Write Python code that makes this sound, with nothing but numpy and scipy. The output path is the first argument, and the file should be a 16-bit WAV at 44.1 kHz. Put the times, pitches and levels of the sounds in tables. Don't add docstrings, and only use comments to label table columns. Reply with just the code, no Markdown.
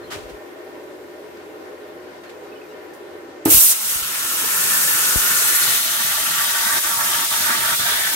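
import sys
import numpy as np
from scipy import signal
from scipy.fft import rfft, irfft, next_fast_len
from scipy.io import wavfile

SR = 44100
rng = np.random.default_rng(int(sys.argv[2]) if len(sys.argv) > 2 else 0)


def output_pcm(signal):
    pcm = np.clip(np.atleast_2d(signal).T, -1, 1) * 32767
    wavfile.write(sys.argv[1], SR, np.round(pcm).astype(np.int16))


N = 359415

AIR_ON_S, VALVE_S = 3.452, 3.4572
PORT_LAG_S = 0.00012
ROOM_T60_S, ROOM_DB = 0.13, 5.5
# frequency_hz, likeness (0 to 1)
TORCH_LIKENESS = [(60, 0.64), (240, 0.43), (950, 0.63), (3800, 0.69), (15000, 0.21)]


def torch():
    # time_s, jet_db, plate_over_jet_db, roar_db
    torch_course = [(3.452, -21, -26, -29), (3.457, -22, -18, -36), (3.463, -30, -15, -42),
                    (3.476, -29, -14, -45), (3.499, -23, -16, -42), (3.505, -13.5, -15.5, -25.5),
                    (3.57, -13.5, -14.5, -31), (3.63, -13.5, -25.5, -31.5), (3.67, -15.5, -16, -33.5),
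                    (3.722, -16, -22, -31.5), (3.74, -23, -16, -34), (3.8, -25.5, -15, -37),
                    (3.925, -21.5, -15.5, -33), (4.02, -27.5, -9.5, -36), (4.12, -26, -12, -34),
                    (4.72, -18.5, -16, -29), (5.15, -19, -13, -28.5), (5.55, -18, -13.5, -28),
                    (5.75, -19, -9, -28.5), (5.81, -22, -9.5, -32), (6.2, -22.5, -10, -30.5),
                    (6.55, -22.5, -10.5, -30.5), (6.76, -21.5, -9.5, -27), (6.98, -22.5, -11.5, -28.5),
                    (7.12, -22.5, -9, -28), (7.4, -21.5, -8, -29), (7.6, -23, -6, -27.5),
                    (7.74, -22, -9.5, -26), (7.96, -23.5, -6, -28), (8.15, -23, -10.5, -28.5)]
    # time_s, half_width_s, roar_dip_db
    slat_crossings = [(6.817, 0.027, -8.5), (7.283, 0.024, -9), (7.774, 0.021, -9.5)]
    # time_s, treble_pan_db, roar_pan_db
    side_course = [(3.44, 2, -2), (3.91, 2.5, -0.5), (4.87, 3, 0), (6.08, 3.5, -3), (6.68, 4, -3),
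                   (7.72, 1.5, -2), (8.15, 3, -1.5)]
    # time_s, centre_hz, gain_db
    gap_course = [(3.45, 3120, -9), (4.1, 3100, -4), (4.8, 2860, -8), (5.5, 3580, -9.5), (5.7, 3800, -5),
                  (5.95, 3240, -5.5), (6.2, 3370, -6), (6.3, 3050, -2), (6.45, 3330, 0), (6.56, 3400, -1),
                  (6.7, 3730, -6), (7.0, 3160, -18), (7.15, 2930, -6), (7.25, 3630, -5), (7.52, 3350, -20),
                  (7.65, 3030, -6), (7.8, 3950, -0.5), (7.92, 3670, -1.5), (8.15, 3200, -10)]
    slat_jet_share = 0.17
    turn_s, turn_length_s = 5.72, 0.19
    gap_width_hz, opening_s = 800, 0.0015

    jet_db, plate_db, roar_db = in_time(torch_course)
    for s, half_width, dip_db in slat_crossings:
        choke_db = dip_db * np.exp(-((seconds() - s) / half_width) ** 4)
        jet_db = jet_db + slat_jet_share * choke_db
        roar_db = roar_db + choke_db
    turned = np.clip((seconds() - turn_s) / turn_length_s, 0, 1)
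    age = np.maximum(seconds() - AIR_ON_S, 0)
    start = round(AIR_ON_S * SR)
    spaces = [room(next_fast_len(N - start)).astype(np.complex64) for place in range(5)]
    sputter = drift(40)

    treble_pan_db, roar_pan_db = in_time(side_course)
    hiss = jet_hiss(jet_db, plate_db, treble_pan_db, sputter, spaces, start)
    roar = kerf_roar(roar_db, turned, age, sputter, spaces, start)
    low = under_table(roar_db, turned, age, start)
    cut = hiss + panned(roar + low, roar_pan_db)
    gap_hz, gap_db = in_time(gap_course)
    ringing = from_db(gap_db) * moving_resonance(cut, gap_hz, gap_width_hz)
    return np.clip(age / opening_s, 0, 1) * (cut + ringing)


def jet_hiss(jet_db, plate_db, treble_pan_db, sputter, spaces, start):
    # frequency_hz, relative_level_db_per_hz
    nozzle_spectrum = [(1290, -28), (2200, -12.5), (2430, -11), (3490, -7.5), (4550, -5.5), (6220, -0.5),
                       (7580, -1), (8580, 1.5), (10600, -1), (12600, 2), (14300, -4.5), (15200, -5),
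                       (15800, -3)]
    top_pan_db = -3.5
    blast_top_db, blast_ends_s, blast_fade_s = 7, 3.66, 0.08

    noise = air(nozzle_spectrum, [], TORCH_LIKENESS, shared_db=0.0, own_db=1.0, rate=22, space=spaces, start=start)
    plate, jet = split(noise, 4200)
    jet, top = split(rms_one(jet), 10500)
    blast_db = blast_top_db * np.clip((blast_ends_s - seconds()) / blast_fade_s + 1, 0, 1)
    bright = panned(jet + from_db(plate_db) * rms_one(plate), treble_pan_db)
    bright += panned(top * from_db(blast_db), np.full(N, top_pan_db))
    return np.sqrt(2) * from_db(jet_db + 0.29 * sputter) * bright


def kerf_roar(roar_db, turned, age, sputter, spaces, start):
    # frequency_hz, relative_level_db_per_hz
    edge_spectrum = [(290, -29), (500, -8.5), (578, -9.5), (828, -8.5), (977, -3.5), (1220, -5.5),
                     (1440, -0.5), (1570, -6.5), (1720, -5.5), (2800, -8), (3640, -22), (6160, -120)]
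    # frequency_hz, relative_level_db_per_hz
    inner_spectrum = [(290, -58), (500, -26), (621, 1.5), (754, -2), (943, 3), (1050, -7), (1150, 1.5),
                      (1640, -0.5), (2140, -2.5), (2800, -10), (3640, -3.5), (6160, -120)]
    # centre_hz, width_hz, gain_db
    plate_modes = [(920, 120, 1.5), (1156, 7.8, 6), (1440, 84, -3), (1755, 77, -0.5)]
    # time_s, centre_hz, gain_db
    throat_course = [(4.0, 1430, 8.5), (4.4, 1410, 4), (4.85, 1560, 1.5), (5.3, 1570, 2), (5.7, 1840, 4.5),
                     (6.0, 1570, 2.5), (6.3, 1630, 1.5), (6.5, 1520, 8.5), (6.77, 1620, 5.5),
                     (6.95, 1280, 2.5), (7.2, 1390, 3.5), (7.35, 1480, 6), (7.5, 1570, 6.5),
                     (7.74, 1530, 1.5), (7.85, 1550, 0.5), (8.02, 1770, 5), (8.15, 1600, -4)]
    # centre_hz, gain_db
    strand_rings = [(1150, -4), (1900, -8)]
    # time_s, low_hz, low_db, high_hz, high_db
    ridge_course = [(4.0, 1380, -10, 1700, -18), (4.6, 1410, -9, 1750, 2), (5.1, 1470, 0, 1670, -7),
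                    (5.7, 1420, -4, 1820, -16), (5.9, 1406, 1, 1830, -3), (6.35, 1350, -1, 1900, -4),
                    (6.48, 1470, 2, 1970, -7), (6.64, 1510, 4, 2000, -3), (6.78, 1600, -1, 1810, 2),
                    (6.9, 1400, -3, 1640, -10), (7.1, 1330, -3, 1690, 1), (7.27, 1400, -14, 1720, -3),
                    (7.45, 1480, 4, 1660, -4), (7.6, 1420, -5, 1640, 1), (7.74, 1410, 10, 1920, 0),
                    (7.85, 1430, -10, 1570, 2), (8.03, 1500, -4, 1740, 6), (8.15, 1550, 1, 1780, 1)]
    throat_width_hz, strand_width_hz, ridge_width_hz = 690, 44, 67
    strand_wander = 0.039
    edge_wander_share = 0.45
    ridge_flutter_db = 2.5
    deep_s = 1.35

    edge, inner = [air(colour, plate_modes, TORCH_LIKENESS, shared_db=0.0, own_db=1.5, rate=12.5,
                       space=spaces, start=start) for colour in (edge_spectrum, inner_spectrum)]
    kerf = np.sqrt(1 - turned) * edge + np.sqrt(turned) * inner
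    deep = np.clip(age / deep_s, 0, 1)

    throat_hz, throat_db = in_time(throat_course)
    throat_gain = from_db(throat_db + (0.6 + 0.34 * turned) * sputter)
    kerf = kerf + deep * throat_gain * moving_resonance(kerf, throat_hz, throat_width_hz)

    wander = strand_wander * (edge_wander_share + (1 - edge_wander_share) * turned)
    strands = 0
    for hz, db in strand_rings:
        strand_hz = hz * (1 + wander * drift(3.3))
        strands = strands + from_db(db + 0.76 * drift(4.3)) * moving_resonance(kerf, strand_hz, strand_width_hz)
    kerf = kerf + deep * strands

    low_hz, low_db, high_hz, high_db = in_time(ridge_course)
    ridges = 0
    for hz, db in ((low_hz, low_db), (high_hz, high_db)):
        flutter_db = ridge_flutter_db * drift(25)
        ridges = ridges + from_db(db + flutter_db) * moving_resonance(kerf, hz, ridge_width_hz)
    kerf = kerf + deep * ridges
    return np.sqrt(2) * from_db(roar_db + (0.4 + 0.45 * turned) * sputter) * rms_one(kerf)


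def under_table(roar_db, turned, age, start):
    # frequency_hz, relative_level_db_per_hz
    rumble_spectrum = [(12, -49), (20, -84), (75, -9.5), (197, -4), (253, -3.5), (307, -1), (349, 1.5),
                       (406, 0), (560, -3.5), (730, -26), (1230, -120)]
    # pitch_hz, level_db, start_s, end_s
    drive_hum = (157, -52.5, 4.5, 5.75)
    boom_db, boom_rise_s, boom_t60_s = -29, 0.03, 0.3

    over_db = roar_db + 30
    rumble_db = -46.5 + 0.97 * over_db - 0.14 * turned
    drone_db = -47 + 2 * over_db - 10 * turned
    boom_fall_db = 60 * np.maximum(age - boom_rise_s, 0) / boom_t60_s
    boom = np.clip(age / boom_rise_s, 0, 1) ** 2 * from_db(boom_db - boom_fall_db)
    noise = air(rumble_spectrum, [], TORCH_LIKENESS, shared_db=1.1, own_db=4.0, rate=8.6, start=start)
    rumble, drone = split(noise, 274)
    low = from_db(rumble_db) * rms_one(rumble) + (from_db(drone_db) + boom) * rms_one(drone)
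    return low + tone(*drive_hum, waver=0.83, rate=3.8)


def valve():
    # pitch_hz, gain_db, t60_s
    housing_modes = [(291, 3, .2), (321, 3, .17), (420, -5.5, 0.23), (480, -1, 0.15), (654, -1, 0.18),
                     (830, 7, 0.045), (900, 15, .05), (190, -2, .12), (110, -1, 0.16), (993, 1, .12),
                     (1240, 5, .12), (1470, -1, 0.088)]
    blow_db, rattle_db, rattle_t60_s = -20, -22, 0.32

    out, blow, at = np.zeros((2, N)), np.zeros(SR // 2), round(VALVE_S * SR)
    blow[0] = from_db(blow_db)
    springy = 0.027 * ring(blow, 361, 0.063)
    springy += 0.11 * np.roll(blow, round(0.00187 * SR))
    springy += 0.11 * np.roll(blow, round(0.019 * SR))
    boom = split(sum(from_db(db) * ring(springy, hz, t60) for hz, db, t60 in housing_modes), 103)[1]
    echoed = irfft(rfft(boom) * room(len(blow)), len(blow))
    dying = from_db(rattle_db - 60 * np.arange(len(blow)) / SR / rattle_t60_s)
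    rattle = band_noise(60, 1100, len(blow))
    out[:, at:at + len(blow)] = dying * rms_one(rattle) + boom + 0.25 * echoed
    return out


def gusts():
    # time_s, step_db, direction (push +1, pull -1)
    gust_steps = [(3.513, -15, 1), (3.5453, -10, 1), (3.5706, -14, 1), (3.958, -24, -1), (4.02, -27, -1),
                  (5.159, -5, -1)]
    edge_hz, bass_cut_hz = 1900, 41

    steps = 1e-9 * rng.standard_normal(N)
    for s, db, sign in gust_steps:
        steps[round(s * SR):] += from_db(db) * np.sign(sign)
    rounded = split(steps, edge_hz)[0]
    left = signal.sosfilt(signal.butter(4, bass_cut_hz, "high", fs=SR, output="sos"), rounded)
    return left * from_db([[0], [-30]])


def bumps():
    # centre_s, level_db, pitch_hz
    case_bumps = [(0.316, -45, 144), (0.26, -40, 48), (0.34, -39, 51), (0.17, -40, 90)]
    out = np.zeros((2, N))
    for s, db, hz in case_bumps:
        age = seconds() - s
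        swell = from_db(db) * np.exp(-(age * hz / 1.1) ** 2)
        out += swell * np.sin(2 * np.pi * hz * age) * [[1], [0.6]]
    return out


def scuffs_and_ticks():
    # start_s, level_db, rise_s, t60_s, low_hz, high_hz
    noise_bursts = [(0.005, -42, 0.037, 0.87, 89.64, 310), (.12, -41.5, .03, 0.96, 60, 240),
                    (0.1, -17.5, 0.053, 0.2, 529.2, 3300), (.112, -29, 0.011, 0.18, 1150, 1590),
                    (.17, -43, 0.018, 1, 800, 3300), (0.29, -38, 0.012, 0.11, 972, 4167),
                    (2.234, -41, 0.0021, 0.24, 1296, 2100), (2.291, -40.5, .005, 0.13, 1600, 3300),
                    (2.93, -45, .01, 0.17, 5000, 15000), (1.3705, -44, .001, 0.03, 3800, 4500),
                    (2.94, -55, .03, .3, 13700, 14600)]
    out, age = np.zeros((2, N)), np.arange(SR // 3) / SR
    for s, db, rise, t60, low_hz, high_hz in noise_bursts:
        at = round(s * SR)
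        envelope = from_db(db - 60 * age / t60) * np.clip(age / rise, 0, 1)
        out[:, at:at + len(age)] += envelope * rms_one(band_noise(low_hz, high_hz, len(age)))
    return out


def squeaks():
    # start_s, length_s, start_hz, end_hz, level_db
    squeak_glides = [(.025, .05, 4200, 4100, -50), (.075, .06, 3350, 2980, -43),
                     (.29, .018, 4150, 4150, -48), (2.262, .025, 4200, 4180, -52),
                     (2.345, .03, 2520, 2560, -53), (2.43, .065, 3900, 3880, -58),
                     (2.49, .02, 4600, 4550, -56), (2.517, .022, 2580, 2580, -46),
                     (2.54, .03, 2560, 2520, -50), (2.555, .035, 3000, 2950, -47),
                     (2.612, .026, 2600, 2560, -44), (2.64, .022, 2500, 2420, -50),
                     (2.685, .035, 3900, 3900, -57), (2.708, .014, 2800, 2800, -49),
                     (2.735, .025, 3200, 3050, -51)]
    out = np.zeros((2, N))
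    rough = 0.75 + 0.6 * np.array([drift(100), drift(100)])
    for s, length, start_hz, end_hz, db in squeak_glides:
        at, part = round(s * SR), np.linspace(0, 1, round(length * SR))
        hz = end_hz + (start_hz - end_hz) * (1 - part) ** 4
        swell = from_db(db) * np.sqrt(np.abs(np.sin(np.pi * part)))
        glide = np.sin(2 * np.pi * np.cumsum(hz) / SR)
        out[:, at:at + len(part)] += swell * rough[:, at:at + len(part)] * glide
    return out


def fan():
    # frequency_hz, relative_level_db_per_hz
    blade_spectrum = [(12, -75), (20, -45), (59, -34), (80, -26), (114, -27), (163, -19), (221, -19.5),
                      (258, -12), (408, -1), (615, -6.5), (698, -17), (774, -9), (879, -16.5),
                      (1890, -20.5), (9000, -39.5), (11700, -65), (19800, -120)]
    # frequency_hz, relative_level_db_per_hz
    leak_spectrum = [(4120, -41), (7000, -13), (10700, -6.5), (11300, -8.5), (12300, -5), (12800, -8),
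                     (13300, -1.5), (15700, -17)]
    # centre_hz, width_hz, gain_db
    shop_modes = [(265, 6.2, 4.5), (313, 15, -2), (317.3, 5.5, 10.5), (349.8, 11, 8), (368.6, 13, 4.5),
                  (394, 10.4, -11.5), (408.6, 6.3, 5.5), (427, 20, 7.5), (450, 19.5, -15), (478, 12, 2),
                  (503, 5.9, 7), (524, 16, -13), (560, 9.1, -1), (750, 40, 0.5), (930, 25, -5),
                  (972, 46, 8.5), (1065, 17, 7.5), (1530, 50, 5.5), (1820, 70, 8.5), (2640, 80, -0.5)]
    # frequency_hz, likeness
    fan_likeness = [(60, 0.41), (180, 0.96), (550, 0.59), (1650, -0.42), (4970, -0.15), (15000, -0.86)]
    # multiple_of_shaft, peak_level_db
    shaft_orders = [(1, -66), (7, -55.5), (16, -62.5), (24, -64.5)]
    # pitch_hz, level_db, start_s, end_s
    whine_tones = [(618, -51.5, 0, 1.04), (11600, -80, .5, 1.8), (13264, -85, .4, 1.9),
                   (13800, -73, 2.2, 2.8), (14700, -76, .4, 1.6), (14150, -70, 2.5, 3.0)]
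    shaft_hz, fan_pan_db = 87.86, 0.9
    hum_db, sink_db, sink_s = -38, -15, 0.11
    leak_start_db, leak_fade_db_per_s = -61, 0.8
    leak_ends_s, leak_end_db_per_s = 3.2, 15

    t = seconds()
    sunk_db = sink_db * np.clip((t - VALVE_S) / sink_s, 0, 1)
    leak_db = leak_start_db - leak_fade_db_per_s * t - leak_end_db_per_s * np.maximum(t - leak_ends_s, 0)
    lines = sum(tone(*row, waver=2.5, rate=12) for row in whine_tones)
    for k, db in shaft_orders:
        height = from_db(db + 3.5 + 0.49 * drift(9.9))
        lines = lines + height * np.sin(2 * np.pi * k * shaft_hz * t + 0.28 * k * drift(1.52))
    hum = air(blade_spectrum, shop_modes, fan_likeness, shared_db=0.3, own_db=1.07, rate=6.4)
    leak = air(leak_spectrum, [], fan_likeness, shared_db=0.5, own_db=-1.0, rate=11)
    fan_sound = panned(from_db(hum_db) * hum + lines, np.full(N, fan_pan_db))
    return from_db(sunk_db) * fan_sound + from_db(leak_db) * leak


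def air(spectrum, modes, likeness, shared_db, own_db, rate, space=None, start=0):
    size = next_fast_len(N - start)
    hz = np.maximum(np.arange(size // 2 + 1) * SR / size, 1)
    colour_db = at_hz(spectrum, hz) + sum(db / (1 + (2 * (hz - f) / w) ** 2) for f, w, db in modes)
    alike = np.clip(at_hz(likeness, hz), 0, 1)
    shared, *own = rng.standard_normal((3, size))
    if space is not None:
        shared = walked(shared, space)
    both = np.sqrt(alike) * rfft(shared) + np.sqrt(1 - alike) * rfft(np.array(own))
    both = both * from_db(colour_db)
    out, together = np.zeros((2, N)), drift(rate)
    lowest_hz, highest_hz = spectrum[1][0], spectrum[-2][0]
    last_band = round(2 * np.log2(highest_hz / lowest_hz))
    place = np.clip(2 * np.log2(hz / lowest_hz), 0, last_band)
    for k in range(int(place[-1]) + 1):
        share = np.clip(1 - abs(place - k), 0, 1)
        band = irfft((both * share).astype(np.complex64), size)[:, :N - start]
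        flicker_db = shared_db * together + own_db * drift(rate)
        out[:, start:] += band * from_db(flicker_db[start:])
    return out / np.sqrt(np.mean(out[:, start:].mean(axis=0) ** 2))


def room(size):
    age = np.arange(SR // 3) / SR
    tail = rng.standard_normal((2, len(age))) * from_db(-60 * age / ROOM_T60_S) * (age > 0.003)
    tail *= from_db(ROOM_DB) / np.sqrt(np.sum(tail ** 2, axis=1, keepdims=True))
    hz = np.arange(size // 2 + 1) * SR / size
    direct = np.array([np.ones(len(hz)), np.exp(-2j * np.pi * hz * PORT_LAG_S)])
    return (direct + rfft(tail, size)) / np.sqrt(1 + from_db(2 * ROOM_DB))


def walked(x, spaces):
    place_s = 1.2
    place = np.clip(np.arange(len(x)) / SR / place_s, 0, len(spaces) - 1)
    shares = [np.clip(1 - abs(place - k), 0, 1) for k in range(len(spaces))]
    whole = rfft(x)
    heard = sum(share * irfft(whole * space, len(x)) for share, space in zip(shares, spaces))
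    tail = from_db(2 * ROOM_DB)
    return heard * np.sqrt((1 + tail) / (1 + tail * sum(share ** 2 for share in shares)))


def moving_resonance(x, centre_hz, width_hz):
    out, state, r = np.zeros_like(x), np.zeros((2, 2)), np.exp(-np.pi * width_hz / SR)
    b = [(1 - r * r) / 2, 0, (r * r - 1) / 2]
    for i in range(round(AIR_ON_S * SR), N, 384):
        a = [1, -2 * r * np.cos(2 * np.pi * centre_hz[i] / SR), r * r]
        out[:, i:i + 384], state = signal.lfilter(b, a, x[:, i:i + 384], zi=state)
    return out


def tone(hz, db, start, end, waver, rate):
    t = seconds()
    sounding = np.clip(np.minimum(t - start, end - t) / (0.038 * (end - start)), 0, 1)
    height = np.sqrt(2) * from_db(db + 3.0 * drift(rate))
    return sounding * height * np.sin(2 * np.pi * hz * t + waver * drift(rate))


def ring(x, hz, t60):
    r, w = from_db(-60 / (t60 * SR)), 2 * np.pi * hz / SR
    return signal.lfilter([0, np.sin(w)], [1, -2 * r * np.cos(w), r * r], x + 1e-18)


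def band_noise(low_hz, high_hz, size):
    sos = signal.butter(1, [low_hz, high_hz], "band", fs=SR, output="sos")
    return signal.sosfilt(sos, rng.standard_normal((2, size)))


def drift(rate):
    r = np.exp(-80 * np.pi * rate / SR)
    slow = signal.lfilter([1], [1, -2 * r, r * r], rng.standard_normal(N // 40 + 2002))[2000:]
    return np.interp(np.arange(N) / 40, np.arange(len(slow)), rms_one(slow))


def split(x, hz):
    parts = [np.tile(signal.butter(2, hz, kind, fs=SR, output="sos"), (2, 1)) for kind in ("low", "high")]
    return [signal.sosfilt(sos, x) for sos in parts]


def panned(x, pan_db):
    return x * from_db(np.array([pan_db / 2, -pan_db / 2]))


def at_hz(points, hz):
    point_hz, value = np.array(points).T
    return np.interp(np.log(hz), np.log(point_hz), value)


def in_time(rows):
    s, *columns = np.transpose(rows)
    return [np.interp(seconds(), s, c) for c in columns]


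def seconds():
    return np.arange(N) / SR


def rms_one(x):
    return x / np.sqrt(np.sum(x ** 2) / np.count_nonzero(x))


def from_db(db):
    return np.exp(np.asarray(db) * np.log(10) / 20)


def scene():
    return torch() + valve() + gusts() + bumps() + scuffs_and_ticks() + squeaks() + fan()


def record(dry):
    rounded = 1.15 * np.tanh(dry / 1.15)
    return signal.sosfilt(signal.ellip(12, 0.2, 90, 15740, fs=SR, output="sos"), rounded)


dry = scene()
out = record(dry)
output_pcm(out)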